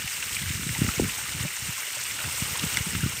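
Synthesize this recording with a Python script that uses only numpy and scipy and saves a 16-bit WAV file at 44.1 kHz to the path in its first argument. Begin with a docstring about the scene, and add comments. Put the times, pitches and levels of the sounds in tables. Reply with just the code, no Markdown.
"""Hose jet on wet mud and hides

An outdoor pen, heard by a single small microphone: a jet splashes on wet mud and hides.
The splash is a hiss of fine spray (flickering noise), pattering drops and small bubbles (many short tones),
with slaps, bright spits and one big smack (dying bursts of noise and tones) and low plops (climbing tones).
A gusty breeze rumbles (lumpy low noise) and thumps (single swings of sagging pitch) in the microphone's port."""
import sys
import numpy as np
from scipy import signal
from scipy.fft import rfft, irfft
from scipy.io import wavfile
from scipy.ndimage import uniform_filter1d

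SR = 44100
rng = np.random.default_rng(int(sys.argv[2]) if len(sys.argv) > 2 else 0)


def convert_level_to_amplitude(level_db):
    """Map a level in decibels to its linear amplitude factor."""
    exponent = np.asarray(level_db, float) / 20
    return 10 ** exponent


def persist_wave(psi):
    """Save psi, clipped to +-1, as 16-bit WAV."""
    counts = np.round(np.clip(psi, -1, 1) * 32767).astype(np.int16)
    wavfile.write(sys.argv[1], SR, np.atleast_2d(counts).T)


N = 141120  # length in samples, 3.2 s


def evened(x):
    """Scales to rms 1."""
    return x / np.sqrt(np.mean(x ** 2) + 1e-20)


def curve(rows, column=1):
    """Reads a column of a time table at every sample, in straight lines between rows."""
    rows = np.array(rows)
    return np.interp(np.arange(N) / SR, rows[:, 0], rows[:, column])


def colour(x, points):
    """Filters by a spectrum table, in straight lines of dB over log frequency."""
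    table_hz, table_db = np.transpose(points)
    hz = np.fft.rfftfreq(len(x), 1 / SR)
    gain_db = np.interp(np.log(hz + 1), np.log(table_hz + 1), table_db)
    return irfft(rfft(x) * convert_level_to_amplitude(gain_db), len(x))


def add(mix, start_s, sound):
    """Mixes a sound in at a time in seconds."""
    part = mix[max(round(start_s * SR), 0):][:len(sound)]
    part += sound[:len(part)]


def blip(hz, cycles, rise):
    """A tone that dies by 30 dB in the given cycles, while its pitch climbs by the fraction rise."""
    u = np.arange(4000) / SR * hz / cycles
    onset = 1 - np.exp(-u / 0.014)
    turns = cycles * (u + rise * u ** 2 / 2)
    return onset * convert_level_to_amplitude(-30 * u) * np.sin(2 * np.pi * turns)


def grains(per_s, spread_db, cycles, rise, lo_hz, hi_hz, count=30):
    """Many small tones at random times, of scattered size, evenly spread over count pitches."""
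    happens = rng.random(N) < per_s / SR
    size = convert_level_to_amplitude(spread_db * np.minimum(rng.exponential(1, N), 4)) * happens
    kind = rng.integers(0, count, N)
    total = np.zeros(N)
    for k, hz in enumerate(np.linspace(lo_hz, hi_hz, count)):
        tone = np.sqrt(hz) * blip(hz, cycles, rise)  # shorter high tones get equal energy
        total += signal.oaconvolve(size * (kind == k), tone)[:N]
    return evened(total)


def burst(db, hz, t60, width):
    """Noise through a resonance at hz, width * hz wide, dying 60 dB in t60 seconds; db is its peak."""
    t = np.arange(3000) / SR
    r = np.exp(-np.pi * width * hz / SR)
    poles = [1, -2 * r * np.cos(2 * np.pi * hz / SR), r * r]
    ring = signal.lfilter([1, 0, -1], poles, rng.standard_normal(len(t)))
    ring = ring * np.minimum(t / 0.00049, 1) * convert_level_to_amplitude(-60 * t / t60)
    return convert_level_to_amplitude(db) * ring / np.abs(ring).max()


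# How strongly the breeze rumbles in the port. Each row: time in seconds, level in dB.
RUMBLE_LEVEL = [(0, -36), (.07, -53), (.11, -57), (.27, -45.5), (.33, -47), (.5, -41), (.72, -44),
                (.77, -42), (.81, -33), (.9, -36), (.96, -50), (1.01, -37), (1.04, -36), (1.1, -44),
                (1.15, -46.5), (1.32, -45), (1.42, -40.5), (1.55, -52), (1.7, -44.5), (1.76, -54.5),
                (1.88, -60), (2.15, -44.5), (2.2, -50), (2.3, -42.5), (2.6, -44.5), (2.91, -43),
                (3.04, -32), (3.1, -39.5), (3.2, -52)]
# Spectrum of that rumble. Each row: frequency in Hz, relative noise density in dB per Hz.
RUMBLE_COLOUR = [(20, -34), (50, -4.5), (80, 2), (120, 1), (200, -7.5), (300, -13.5), (500, -20.5),
                 (900, -37)]


def wind_rumble():
    """Low noise of the breeze, swelling in short lumps and following the gusts."""
    lump_db, lump_s = 4, 0.012  # rms of the lumps, half-width of their smoothing bell
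    t = np.arange(-2000, 2000) / SR
    bell = np.exp(-(t / lump_s) ** 2)
    lumps = evened(signal.oaconvolve(rng.standard_normal(N), bell, "same"))
    rumble = colour(rng.standard_normal(N), RUMBLE_COLOUR) * convert_level_to_amplitude(lump_db * lumps)
    return convert_level_to_amplitude(curve(RUMBLE_LEVEL)) * evened(rumble)


# Single thumps of wind in the port.
# Each row: middle in seconds, level in dB, pitch at the middle in Hz, width in seconds.
WIND_THUMPS = [(0.0313, -31.5, 145, 0.0082), (0.055, -33, 103, 0.0125), (0.4213, -28, 120, 0.0101),
               (0.437, -28, 129, 0.0099), (0.466, -30, 101, 0.036), (0.507, -22.5, 141, 0.0098),
               (0.5558, -33, 126, 0.013), (0.5747, -31, 161, 0.011), (0.598, -29, 190, 0.01),
               (0.654, -32, 114, 0.0052), (0.6686, -24, 175, 0.011), (0.6937, -27, 168, 0.0076),
               (0.7062, -24.5, 118, 0.019), (0.7913, -20, 147, 0.0068), (0.8097, -26, 110, 0.01),
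               (0.8191, -11, 187, 0.0063), (0.825, -25, 190, 0.0035), (0.8358, -26.5, 156, 0.006),
               (0.848, -13.5, 165, 0.0029), (0.8836, -16.5, 171, 0.0047), (0.89, -21.5, 149, 0.0073),
               (0.981, -23, 150, 0.0081), (0.999, -12.5, 400, 0.0065), (1.01, -22, 90, 0.014),
               (1.0228, -14.5, 244, 0.0034), (1.034, -22, 234, 0.011), (1.0466, -22.5, 197, 0.008),
               (1.0627, -27, 120, 0.014), (1.0827, -27.8, 163, 0.0053), (1.3487, -28.5, 145, 0.0083),
               (1.3602, -34, 128, 0.0079), (1.394, -34, 175, 0.0039), (1.409, -24, 116, 0.013),
               (1.4546, -26, 178, 0.016), (1.6263, -32.5, 118, 0.013), (1.6924, -28, 148.3, 0.013),
               (2.251, -33, 120, 0.028), (2.277, -29, 151, 0.0089), (2.4238, -20.5, 144, 0.0085),
               (2.4542, -32, 124, 0.0108), (2.5141, -30.5, 114, 0.0103), (2.5297, -32.5, 132, 0.0094),
               (2.64, -22, 209, 0.011), (2.666, -24.5, 118, 0.0085), (2.752, -32, 128, 0.0064),
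               (2.7784, -31, 178.4, 0.0085), (2.8084, -22, 119, 0.011), (2.8703, -26, 182, 0.012),
               (2.9349, -30, 201, 0.0072), (2.9514, -21, 149, 0.0046), (2.966, -21, 129, 0.008),
               (2.9822, -25, 116, 0.017), (2.9954, -32, 177, 0.0059), (3.006, -28.5, 127, 0.0055),
               (3.0371, -17, 147.5, 0.017), (3.0626, -18, 195, 0.0075), (3.0766, -31, 131, 0.0062)]


def wind_thumps():
    """Low swings with a steep rise, a slower fall and a sagging pitch, edged by an octave tone."""
    sag_full, full_db, sag_scatter = 0.89, -11, 0.56  # the hardest thumps sag most
    rise, fall, edge_db = 0.29, 0.63, -13.5  # widths from half height to the middle and back
    t = np.arange(-2000, 2000) / SR
    out = np.zeros(N)
    for s, db, hz, width in WIND_THUMPS:
        phase, bend = rng.random(2)
        u = t / width
        sag = sag_full * np.sqrt(convert_level_to_amplitude(db - full_db)) + sag_scatter * (bend - 0.5)
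        shape = 0.5 ** ((u / np.where(u < 0, rise, fall)) ** 2)
        bent_t = t - sag * width * np.log(np.cosh(u))  # bends the pitch about its value at the middle
        turns = 2 * np.pi * (hz * bent_t + phase)
        edge = convert_level_to_amplitude(edge_db) * shape * np.sin(2 * turns)
        add(out, s + t[0], convert_level_to_amplitude(db) * shape * (np.cos(turns) + edge))
    return out


# Low plops in the puddle.
# Each row: start in seconds, level in dB, starting pitch in Hz, time to die 60 dB in seconds.
PUDDLE_PLOPS = [(0.759, -32, 813, 0.049), (1.184, -33.5, 785, 0.0403), (1.449, -35.5, 544, 0.079),
                (1.877, -41, 545, 0.046), (1.97, -36.5, 537, 0.044), (2.382, -35.5, 933, 0.047),
                (2.554, -28.5, 970, 0.044), (3.121, -36, 934, 0.052)]


def plops():
    """Ringing low tones whose pitch climbs as they die."""
    out = np.zeros(N)
    for s, db, hz, t60 in PUDDLE_PLOPS:
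        add(out, s, convert_level_to_amplitude(db) * blip(hz, t60 * hz / 2, rise=0.394))
    return out


def hiss():
    """Fine spray: flat noise with drifting patches, a flicker of the whole and one of the treble."""
    patch_db, flicker_db, treble_flicker_db = 1, 1.0, 0.47  # rms; the treble's is at 8 kHz
    frames = N // 64 + 8
    real, imag, patches = rng.standard_normal((frames, 129, 3)).T
    patches = uniform_filter1d(patches, size=9, axis=0)
    patches = evened(uniform_filter1d(patches, size=14, axis=1))
    whole, treble = evened(uniform_filter1d(rng.standard_normal((frames, 2)), size=9, axis=0)).T
    high = np.clip(np.fft.rfftfreq(256, 1 / SR) / 4000 - 1, 0, 2)[:, None]  # 0 up to 4 kHz, 2 from 12 kHz
    level_db = patch_db * patches + flicker_db * whole + treble_flicker_db * high * treble
    spectrum = (real + 1j * imag) * convert_level_to_amplitude(level_db)
    return evened(signal.istft(spectrum, nperseg=256, noverlap=192)[1][:N])


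def drops():
    """Pattering drops: very short tones of steady pitch."""
    return grains(per_s=3000, spread_db=5.5, cycles=5.9, rise=0, lo_hz=452, hi_hz=14680)


def bubbles():
    """Small bubbles: longer tones whose pitch climbs."""
    return grains(per_s=320, spread_db=4.0, cycles=23, rise=0.15, lo_hz=607, hi_hz=4610)


# Colour given to the splash, cut steeply above 15.6 kHz.
# Each row: frequency in Hz, relative level in dB per Hz.
SPLASH_COLOUR = [(150, -36), (290, -17.5), (500, -13.5), (670, -15.5), (900, -10), (1140, -9), (1390, -4.5),
                 (1660, -5.5), (2100, -1.5), (2300, -1.5), (2500, -4), (2820, 0), (3150, -5.5),
                 (3900, -7.5), (4800, -9), (5300, -5.5), (7000, -5.5), (8500, -2), (9200, -6),
                 (10400, -16.5), (12000, -13.5), (14300, -9), (15100, -11.5), (15650, -19), (15800, -75)]


def splash_colour(x):
    """Filters a splash sound by the colour that all but the plops share."""
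    return colour(x, SPLASH_COLOUR)


# The course of the steady splash.
# Each row: time in seconds, level in dB, further gain of the treble in dB, further gain of the lows in dB.
JET_COURSE = [(0, -32, -1.5, -4.5), (.35, -32.5, 1, -4), (.65, -33, 0.5, -7), (.87, -31.5, 1, 1.5),
              (1.1, -33, 1.5, 1), (1.35, -33, -0.5, -1), (1.6, -32.5, 0, -2.5), (1.9, -32.5, 0, -1.5),
              (2.15, -33, 1, 0), (2.21, -31, -2, 5.5), (2.32, -32.5, 2.5, 2), (2.5, -31.5, 1, 4),
              (2.62, -31.5, 0.5, 3.5), (2.75, -29.5, -0.5, 2), (2.9, -32, 0, 0.5), (3.2, -33.5, 1, -2.5)]


def steady_splash():
    """Hiss, drops and bubbles in one colour, with lows, treble and top moving as the jet plays."""
    flat = convert_level_to_amplitude(-1.5) * hiss() + convert_level_to_amplitude(-9) * drops() + convert_level_to_amplitude(-14.5) * bubbles()
    bed = evened(splash_colour(flat))

    def below(hz):
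        return signal.sosfiltfilt(signal.butter(2, hz, fs=SR, output="sos"), bed)

    low, below_treble, below_top = below(1050), below(4200), below(9800)
    level_db = curve(JET_COURSE)
    top_db = 0.35 * (level_db - level_db.mean())  # the top swells more than the rest
    treble = below_top + convert_level_to_amplitude(top_db) * (bed - below_top) - below_treble
    middle = below_treble - low
    low_gain, treble_gain = convert_level_to_amplitude(curve(JET_COURSE, column=3)), convert_level_to_amplitude(curve(JET_COURSE, column=2))
    return convert_level_to_amplitude(level_db) * (low_gain * low + middle + treble_gain * treble)


# Larger slaps of water. Each row: start in seconds, peak in dB before the splash colour,
# centre in Hz, time to die 60 dB in seconds.
WATER_SLAPS = [(0.0757, -17, 2550, 0.032), (0.2249, -14.5, 2870, 0.028), (0.366, -17.5, 2316, 0.026),
               (0.5128, -20, 2310, 0.025), (0.6905, -16.5, 1820, 0.022), (0.7493, -18.5, 1890, 0.024),
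               (0.8645, -15, 1790, 0.023), (0.8875, -14, 1270, 0.051), (1.0943, -17, 2620, 0.043),
               (1.191, -19.5, 1470, 0.025), (1.2134, -21.5, 1320, 0.023), (1.48, -18, 2300, 0.031),
               (1.932, -19, 2830, 0.025), (2.205, -18, 2860, 0.025), (2.4842, -23, 2090, 0.022),
               (2.5558, -19, 2340, 0.028), (2.594, -11.5, 3470, 0.031), (2.6302, -14, 2800, 0.025),
               (2.9332, -21, 2940, 0.027), (2.9501, -17, 1410, 0.027)]


def slaps():
    """Sudden bursts of noise around a middle pitch."""
    out = np.zeros(N)
    for s, db, hz, t60 in WATER_SLAPS:
        add(out, s, burst(db, hz, t60, width=0.29))
    return out


# Bright spits of spray. Each row: start in seconds, peak in dB before the splash colour, centre in Hz.
SPRAY_SPITS = [(0.0756, -19, 8200), (0.534, -18, 8660), (0.7815, -17, 7670), (0.845, -18, 6690),
               (1.429, -15, 7400), (1.779, -17.5, 7200), (2.037, -17.5, 8930), (2.325, -16, 8400),
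               (2.5733, -17, 8500), (2.6831, -25, 8380), (2.6905, -25, 8200), (2.699, -19, 8800),
               (2.7423, -13, 4660), (2.805, -24, 8830), (2.839, -23, 8260), (2.8574, -23, 8380),
               (2.906, -15, 8440), (3.0954, -20, 8240)]


def spits():
    """Brief bursts of noise, mostly high in the treble."""
    out = np.zeros(N)
    for s, db, hz in SPRAY_SPITS:
        add(out, s, burst(db, hz, t60=0.02, width=0.2))
    return out


# The one big smack of water. Its row: start in seconds, level in dB before the splash colour,
# rise in seconds, hold in seconds, time to die 60 dB in seconds.
BIG_SMACK = (2.7705, -14.5, .0008, .0016, .01)
# Tones it rings with. Each row: pitch in Hz, level in dB against the smack's level.
SMACK_TONES = [(2050, 0), (3550, -1), (4600, -4), (5600, -8)]


def smack():
    """A hard-edged crack with a few short tones, held for an instant, over a duller after-splash."""
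    s, db, rise, hold, t60 = BIG_SMACK
    t = np.arange(3000) / SR
    tones = sum(convert_level_to_amplitude(tone_db) * np.sin(2 * np.pi * (hz * t + rng.random())) for hz, tone_db in SMACK_TONES)
    crack = convert_level_to_amplitude(-1) * rng.standard_normal(len(t))
    shape = np.minimum(t / rise, 1) * convert_level_to_amplitude(db - 60 * np.maximum(t - rise - hold, 0) / t60)
    after_splash = burst(-17, hz=1500, t60=0.06, width=0.29)
    out = np.zeros(N)
    add(out, s, shape * (tones + crack) + after_splash)
    return out


def splash():
    """The whole splash: the steady bed and the coloured hits, with plops ringing low in it."""
    hits = slaps() + spits() + smack()
    return steady_splash() + splash_colour(hits) + plops()


def scene():
    """Breeze and splash meet at one microphone, which feeds both channels."""
    mono = wind_rumble() + wind_thumps() + splash()
    return np.array([mono, mono])


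def roll_off(x):
    """The treble ends steeply here."""
    return signal.sosfilt(signal.butter(12, 15850, fs=SR, output="sos"), x)


def record(dry):
    """The microphone's low cut at 45 Hz, then the finished mix."""
    low_cut = signal.butter(3, 45, "high", fs=SR, output="sos")
    mix = signal.sosfilt(low_cut, dry)
    return roll_off(mix)


dry = scene()
out = record(dry)
persist_wave(out)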